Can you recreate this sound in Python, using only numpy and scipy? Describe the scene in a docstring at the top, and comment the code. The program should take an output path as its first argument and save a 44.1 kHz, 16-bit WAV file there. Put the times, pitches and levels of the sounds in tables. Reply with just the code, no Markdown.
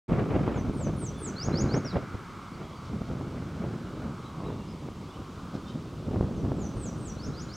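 """Wind buffets the microphone, and through it a small songbird sings twice among trees.
Its syrinx glides through high falling whistles, then lower rising ones, each trailing a woodland echo.
Eddies rumble, flutter and thump as they strike the microphone.
Farther off, other birds chirp, a woodpecker scratches on bark, tyres hum on a road and leaves hiss."""
import sys
import numpy as np
from scipy import signal
from scipy.fft import rfft, irfft, next_fast_len
from scipy.io import wavfile
from scipy.ndimage import uniform_filter1d, map_coordinates

SR = 44100
rng = np.random.default_rng(int(sys.argv[2]) if len(sys.argv) > 2 else 0)


def unload_audio(sound):
    """Save the sound as a 16-bit wav file, at the path given as the first command line argument."""
    columns = np.transpose(np.atleast_2d(sound))
    # keep every value between -1 and 1, then stretch to whole-number steps
    steps = np.round(np.clip(columns, -1, 1) * 32767)
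    wavfile.write(sys.argv[1], SR, steps.astype(np.int16))


N = 333396
T = np.arange(N) / SR

# High falling whistles open each song. Each row: start, slow glide, fast glide and hold in seconds,
# start, knee and end pitch in Hz, relative peak level in dB.
FALLING_WHISTLES = [(.535, .04, .016, .021, 7850, 6520, 6040, -57),
                    (.73, .098, .022, .028, 9800, 7300, 6120, -49),
                    (.96, .085, .029, .023, 9850, 7950, 6040, -44.5),
                    (1.175, .068, .046, .015, 9900, 8100, 6140, -43.5),
                    (6.355, .02, .01, .027, 6800, 6200, 5970, -64),
                    (6.565, .066, .015, .032, 7880, 6560, 6040, -52),
                    (6.757, .08, .042, .023, 8950, 7950, 5960, -50),
                    (6.972, .082, .042, .032, 8900, 8000, 5880, -51.5)]
# Lower rising whistles follow, with the same columns.
RISING_WHISTLES = [(1.358, .064, .031, .017, 3970, 5050, 6620, -40),
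                   (1.523, .05, .045, .01, 3900, 4760, 6900, -39),
                   (1.686, .045, .034, .021, 3940, 4720, 6520, -43.5),
                   (7.172, .067, .029, .014, 3900, 5220, 6600, -50.5),
                   (7.33, .064, .026, .016, 3850, 5050, 6800, -49.5),
                   (7.485, .052, .026, .01, 3850, 5120, 6720, -50.5)]
# One low falling note closes the first song: a single row of the same kind.
CLOSING_WHISTLE = (1.846, .02, .05, .017, 5850, 5480, 3870, -43.5)
# Reverb send, wetter in the fainter second song. Each row: time in seconds, send level in dB.
ECHO_SEND = [(1.5, -8.5), (7, -2.5)]


def songbird(waver=.006, shimmer_db=2.5, overtone_db=-42, branch_db=-10, song_db=-.6):
    """The syrinx whistles one almost pure gliding tone per note; each scatters a little differently."""
    song = np.zeros((2, N))
    drift = 1 + waver * wobble(220)
    shimmer = amp(shimmer_db * wobble(260))
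    notes = [note(row, swell_db=20.5, fade_db=.5) for row in FALLING_WHISTLES]
    notes += [note(row, swell_db=10, fade_db=4.5) for row in RISING_WHISTLES]
    notes += [note(CLOSING_WHISTLE, swell_db=2, fade_db=13)]
    for on, pitch, envelope in notes:
        phase = 2 * np.pi * np.cumsum(pitch * drift[on]) / SR
        strength = np.sqrt(2) * amp(song_db) * envelope * shimmer[on]
        whistle = strength * (np.sin(phase) + amp(overtone_db) * np.sin(2 * phase))
        song[0, on] += whistle + amp(branch_db) * branches(whistle)  # mid channel only
        send_db = np.interp(T[on.start], *np.transpose(ECHO_SEND))
        song[:, on] += amp(send_db) * woods(whistle)
    return narrow(song)


def note(row, swell_db, fade_db, edge_s=.003, bend_s=.019, overshoot_hz=126):
    """A whistle's span, pitch and envelope: a slow swelling glide, then a fast one and a fading hold."""
    start, slow, fast, hold, start_hz, knee_hz, end_hz, peak_db = row
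    sweep = slow + fast
    length = sweep + hold
    on = slice(int(start * SR), int((start + length) * SR) + SR // 2)  # room for the echo
    t = T[on] - start
    glides = np.interp(t, [0, slow, sweep], [start_hz, knee_hz, end_hz])
    pitch = uniform_filter1d(glides, size=int(bend_s * SR), mode="nearest")
    swing = np.sin(np.pi * np.clip((t - sweep) / hold, 0, 1))  # past the end pitch and back
    pitch += np.sign(end_hz - start_hz) * overshoot_hz * swing
    db = peak_db - np.interp(t, [0, slow, length], [swell_db, 0, fade_db])
    gate = np.clip(np.minimum(t, length - t) / edge_s, 0, 1)
    return on, pitch, amp(db) * gate


def branches(x, nearest_s=.002, spread_s=.0092, count=14):
    """Reflections off nearby branches beat against each sweep and make it flutter."""
    delays = nearest_s + spread_s * rng.random(count)
    taps = np.bincount((delays * SR).astype(int), rng.standard_normal(count))
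    return signal.fftconvolve(x, taps / np.linalg.norm(taps))[:len(x)]


# The woodland reverb. Each row: frequency in Hz, seconds to decay by 60 dB.
WOODS_DECAY = [(1000, 0.45), (5000, 0.61), (10000, 0.39)]


def woods(x, early=1.1, early_s=.021):
    """Two unrelated diffuse tails: near leaves answer strongly, farther trunks linger."""
    hz, t, noise = signal.stft(rng.standard_normal((2, SR // 2)), SR, nperseg=256)
    fade = amp(-60 * t / along(WOODS_DECAY, hz)[:, None])
    early_lift = 1 + early * np.exp(-t / early_s)
    tail = signal.istft(noise * fade * early_lift, SR, nperseg=256)[1]
    return signal.fftconvolve(x[None], tail / np.linalg.norm(tail[0]), axes=1)[:, :len(x)]


# The bed of wind at the microphone. Each row: time in seconds, relative rumble level in dB.
BREEZE = [(0.08, -31), (0.9, -31.5), (1.38, -38.5), (1.6, -36), (1.8, -34.5), (1.91, -43), (2.82, -44),
          (3.05, -35.5), (3.45, -37.5), (3.7, -35.5), (4.3, -41), (4.6, -39), (5.45, -44), (6.0, -36),
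          (6.3, -30.5), (6.7, -34), (7.25, -37), (7.56, -42)]
# Gusts on top. Each row: centre and length in seconds, relative rumble level in dB,
# brightness in dB (the step from rumble to flutter, and again to fizz).
GUSTS = [(0.129, 0.057, -25, -4.5), (0.198, 0.015, -34, 1), (0.208, 0.092, -31.5, -2),
         (0.352, 0.11, -31, -2), (0.439, 0.018, -33.5, -1), (0.484, 0.056, -32, -1),
         (0.55, 0.11, -39.7, 1.3), (0.867, 0.1, -31.5, -7.5), (1.284, 0.035, -42, 1),
         (1.521, 0.11, -28.5, -7), (1.635, 0.15, -28, -7), (1.744, 0.015, -37, 3),
         (1.763, 0.055, -28.5, -5), (1.859, 0.024, -37, -2.5), (1.963, 0.046, -27, -4),
         (2.032, 0.038, -33, -8.5), (2.15, 0.011, -28, -9.5), (2.625, 0.076, -41, -3.5),
         (2.716, 0.025, -38.5, -8), (2.95, 0.055, -31.5, -14.5), (3.113, 0.046, -30, -7.5),
         (3.21, 0.024, -34.5, -7.2), (3.367, 0.078, -40.5, -3), (3.64, 0.13, -38, -4.5),
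         (4.033, 0.11, -40, -4.5), (4.476, 0.114, -35.5, -5.0), (4.885, 0.02, -41, -8),
         (5.198, 0.028, -36.5, -10), (5.561, 0.052, -37, -6), (5.752, 0.026, -33, -13),
         (6.16, 0.0091, -29, -9), (6.182, 0.18, -31, -10.5), (6.5, 0.15, -32, -10), (6.521, 0.012, -36, -7),
         (7.287, 0.049, -32, -11)]
# How unlike the wind is at the two microphone ports. Each row: time in seconds, extra side level in dB.
WIND_WIDTH = [(.4, 6.5), (1.1, -1), (1.65, -5), (2, 6.5), (3, -3.5), (5.2, -5), (6.3, -1), (7.5, 4)]
# Tone of the large, middling and small eddies. Each row: frequency in Hz, relative level in dB.
RUMBLE_EQ = [(15, -30), (30, -17), (55, -5), (100, -1), (150, 0), (230, -3), (340, -8.5), (430, -14.5),
             (600, -28.5), (1200, -81)]
FLUTTER_EQ = [(100, -42), (250, -2), (380, 0.5), (550, -1), (800, -8), (1200, -16.5), (1800, -28),
              (3000, -43), (6000, -72)]
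FIZZ_EQ = [(500, -18), (1100, 7.5), (1600, 3.5), (2500, 0), (3500, -9.5), (5000, -29), (9000, -47)]


def wind(rumble_db=-.07, fizz_db=-11, breeze_bright_db=-12, lumps_db=1.6, bursts_db=3, unrest_db=1.2):
    """Eddies strike the microphone in bursts: large ones rumble, smaller flutter, the smallest fizz."""
    size_steps = np.arange(3)[:, None]
    breeze_db = curves(BREEZE)[0] + unrest_db * wobble(16)
    power = amp(breeze_db + size_steps * breeze_bright_db) ** 2
    for centre, length, db, bright_db in GUSTS:
        on = np.abs(T - centre) < 2 * length
        bell = 2 ** (-2 * (2 * (T[on] - centre) / length) ** 2)
        power[:, on] += amp(db + size_steps * bright_db) ** 2 * bell
    large, middling, small = np.sqrt(power)
    wider_db, = curves(WIND_WIDTH)
    eddies = .5 * wobble(60) + .94 * wobble(200)
    bursts = amp(bursts_db * eddies)
    rumble = amp(rumble_db) * large * rush(RUMBLE_EQ, amp(lumps_db * eddies), wider_db)
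    flutter = middling * rush(FLUTTER_EQ, bursts, wider_db)
    fizz = amp(fizz_db) * small * rush(FIZZ_EQ, bursts, wider_db)
    return rumble + flutter + fizz


# Single eddies hit the microphone. Each row: time in seconds, signed relative pressure, half width in ms.
THUMPS = [(0.122, -0.28, 0.75), (0.4785, -0.25, 0.26), (0.6969, -0.21, 0.88), (1.486, -0.28, 0.54),
          (1.643, -0.22, 0.85), (1.756, -0.064, 0.27), (3.018, -0.13, 0.65), (3.212, -0.13, 0.5),
          (4.436, 0.068, 0.49), (4.504, 0.095, 0.27), (4.8875, -0.098, 0.4), (5.553, 0.12, 0.54),
          (6.1605, 0.18, 0.4), (6.2103, 0.38, 0.71), (6.45, 0.15, 0.82), (6.519, 0.24, 0.61)]


def thumps(rebound=5, dull_hz=1500, stray_db=6, stray_ms=.74, stray_count=90):
    """Each eddy is a rounded pressure peak in a wider, shallow dip; small strays ride on the breeze."""
    when, size, sign = rng.random((stray_count, 3)).T
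    when = when * T[-1]
    breeze_db = np.interp(when, *np.transpose(BREEZE))
    peaks = amp(breeze_db + stray_db) * (.5 + size) * np.sign(sign - .5)
    strays = [(centre, peak, stray_ms) for centre, peak in zip(when, peaks)]
    push = np.zeros(N)
    for centre, pressure, width_ms in list(THUMPS) + strays:
        on = slice(max(int(centre * SR) - SR // 20, 0), int(centre * SR) + SR // 20)
        widths_away = np.abs(T[on] - centre) * 1000 / width_ms
        dip = np.exp(-widths_away / rebound) / rebound
        push[on] += pressure * (np.exp(-widths_away) - dip) / (1 - 1 / rebound)
    return filtered(push, lambda hz: 1 / np.sqrt(1 + (hz / dull_hz) ** 8))


# Distant calls. Each row: start and length in seconds, first, middle and last pitch in Hz, level in dB.
CHIRPS = [(1.118, .12, 3320, 3480, 3420, -60), (1.39, .07, 2900, 2750, 2580, -59),
          (2.525, 0.039, 4300, 4550, 4900, -61), (2.635, .035, 3400, 3200, 3100, -59),
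          (2.703, .044, 3100, 3300, 3280, -57), (2.745, .07, 4700, 4600, 4400, -65),
          (3.85, .09, 2930, 2830, 2830, -64), (4.22, 0.079, 3300, 3230, 3150, -62),
          (4.239, .04, 3850, 3940, 3880, -57), (4.448, .041, 3900, 3810, 3780, -58),
          (4.492, .03, 3500, 3580, 3650, -59), (4.58, .076, 2830, 2820, 2760, -61),
          (4.667, .072, 4700, 5260, 4650, -60), (5.08, .045, 3320, 3380, 3450, -59),
          (5.12, 0.057, 2750, 2950, 3380, -60), (5.65, .06, 3500, 3700, 3850, -54.5),
          (5.677, 0.038, 3270, 3080, 3170, -57)]


def far_birds(echo_db=-3, waver=.018):
    """Short, slightly wavering chirps, each with its woodland echo."""
    drift = 1 + waver * wobble(150)
    voice = np.zeros(N)
    for start, length, first, middle, last, db in CHIRPS:
        pitch = np.interp(T, [start, start + length / 2, start + length], [first, middle, last]) * drift
        voice += amp(db) * arch(start, length) * np.sin(2 * np.pi * np.cumsum(pitch) / SR)
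    return voice + amp(echo_db) * narrow(woods(voice))


# Dry scratches on bark. Each row: start in seconds, length in seconds, level in dB.
SCRATCHES = [(2.82, 0.079, -60), (3.05, 0.055, -59.5), (5.539, .03, -54.5), (5.675, .04, -56)]
# Their raspy tone. Each row: frequency in Hz, relative level in dB.
BARK_EQ = [(1500, -27), (3200, 3), (5000, 1), (8000, -16), (12000, -35)]


def scratches(grain_db=3):
    """A woodpecker shifts its grip on a dead trunk."""
    strokes = sum(amp(db) * arch(start, length) for start, length, db in SCRATCHES)
    return strokes * rush(BARK_EQ, swell=amp(grain_db * wobble(300)))


# The traffic's hum. Each row: time in seconds, rough band centre in Hz, level in dB.
ROAD_HUM = [(0, 1203, -46), (1.1, 1231, -53.5), (1.4, 1326, -47), (1.9, 1335, -46.5), (2.3, 1248, -47),
            (2.7, 1131, -49.5), (3.1, 1230, -50.5), (3.7, 1325, -51), (4.1, 1249, -49.5), (4.4, 1095, -48),
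            (4.8, 1080, -54.5), (5.2, 1159, -50), (5.5, 1204, -50), (5.9, 1222, -55), (6.4, 1151, -54.5),
            (6.9, 1220, -51), (7.56, 1297, -52)]
# The fader on its upper band. Each row: time in seconds, level in dB.
ROAD_TREBLE = [(0, -57), (1.1, -65.5), (1.5, -57.5), (2.3, -59), (2.8, -62), (3.9, -64.5), (4.5, -67),
               (5.5, -70), (6.5, -80), (7.56, -66)]
# Tone of the two bands. Each row: frequency in Hz, relative level in dB.
TYRE_EQ = [(300, -11), (550, -26), (720, -13.5), (900, -8.5), (1050, -4.5), (1220, -2), (1400, -5.5),
           (1650, -15), (2000, -38), (4000, -70)]
TYRE_TREBLE_EQ = [(1500, -42), (1850, -8.5), (2080, -0.5), (2280, -0.5), (2550, -13.5), (4000, -22),
                  (8000, -70)]


def road(unrest_db=.47):
    """Far tyre noise: a broad band that drifts in pitch as the traffic moves, and a weaker one above."""
    centre_hz, db = curves(ROAD_HUM)
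    clock = np.cumsum(centre_hz / np.mean(centre_hz))  # running faster lifts the whole band
    hum = np.array([map_coordinates(channel, [clock], mode="mirror") for channel in rush(TYRE_EQ)])
    upper = amp(curves(ROAD_TREBLE)[0]) * rush(TYRE_TREBLE_EQ)
    return amp(db + unrest_db * wobble(7.7)) * hum + upper


# The airy bed of foliage. Each row: frequency in Hz, relative level in dB.
LEAF_EQ = [(30, 8), (300, -6.5), (800, 5.5), (1800, -0.5), (3200, 1.5), (4500, -1.5), (6000, -4.5),
           (8000, -9), (10000, -15.5), (13000, -20), (16400, -22)]


def leaves(hiss_db=-56, sway_db=.15):
    """A smooth hiss from the surrounding trees."""
    return amp(hiss_db + sway_db * wobble(2.05)) * rush(LEAF_EQ)


# The narrow stereo image. Each row: frequency in Hz, side gain against the mid in dB.
SIDE_EQ = [(30, -23), (90, -21), (180, -20), (400, -21), (1300, -20), (2800, -16.5), (6000, -16.5),
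           (9000, -16.5), (12000, -19)]


def narrow(pair, wider_db=0):
    """Left and right from two signals, used as the mid and a weak side."""
    side = amp(wider_db) * filtered(pair[1], lambda hz: amp(along(SIDE_EQ, hz)))
    return np.array([pair[0] + side, pair[0] - side])


def rush(eq, swell=1, wider_db=0):
    """Nearly mono noise of rms 1, shaped in time by swell and then coloured."""
    coloured = filtered(swell * rng.standard_normal((2, N)), lambda hz: amp(along(eq, hz)))
    stereo = narrow(coloured, wider_db)
    return stereo / np.sqrt(np.mean(stereo ** 2) + 1e-20)


def amp(db):
    """Decibels to gain."""
    return 10 ** (np.asarray(db) / 20)


def along(points, hz):
    """(Hz, value) points joined on a log axis."""
    knots_hz, values = np.transpose(points)
    return np.interp(np.log(hz + 1), np.log(knots_hz + 1), values)


def curves(rows):
    """One automation curve for each column after the time."""
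    times, *columns = np.transpose(rows)
    return [np.interp(T, times, column) for column in columns]


def wobble(rate):
    """A smooth random curve, rate knots a second."""
    return map_coordinates(rng.standard_normal(int(N * rate / SR) + 4), [T * rate])


def arch(start, length):
    """A single rounded swell."""
    return np.sqrt(np.abs(np.sin(np.pi * np.clip((T - start) / length, 0, 1))))


def filtered(x, response):
    """x through an EQ whose gain is response(hz)."""
    size = next_fast_len(N + SR // 2)
    return irfft(rfft(x, size) * response(np.fft.rfftfreq(size, 1 / SR)), size)[..., :N]


def scene(pan_db=.15):
    """Birds and air, panned a touch to the right."""
    mix = songbird() + far_birds() + scratches() + wind() + thumps() + road() + leaves()
    return mix * amp([[-pan_db], [pan_db]])


def record(dry, cut_in_s=.08, fade_s=.012, top_hz=16450):
    """The sound starts abruptly, with the very top of the treble cut away."""
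    fade_in = np.clip((T - cut_in_s) / fade_s, 0, 1)
    return filtered(dry * fade_in, lambda hz: hz < top_hz)


dry = scene()
out = record(dry)
unload_audio(out)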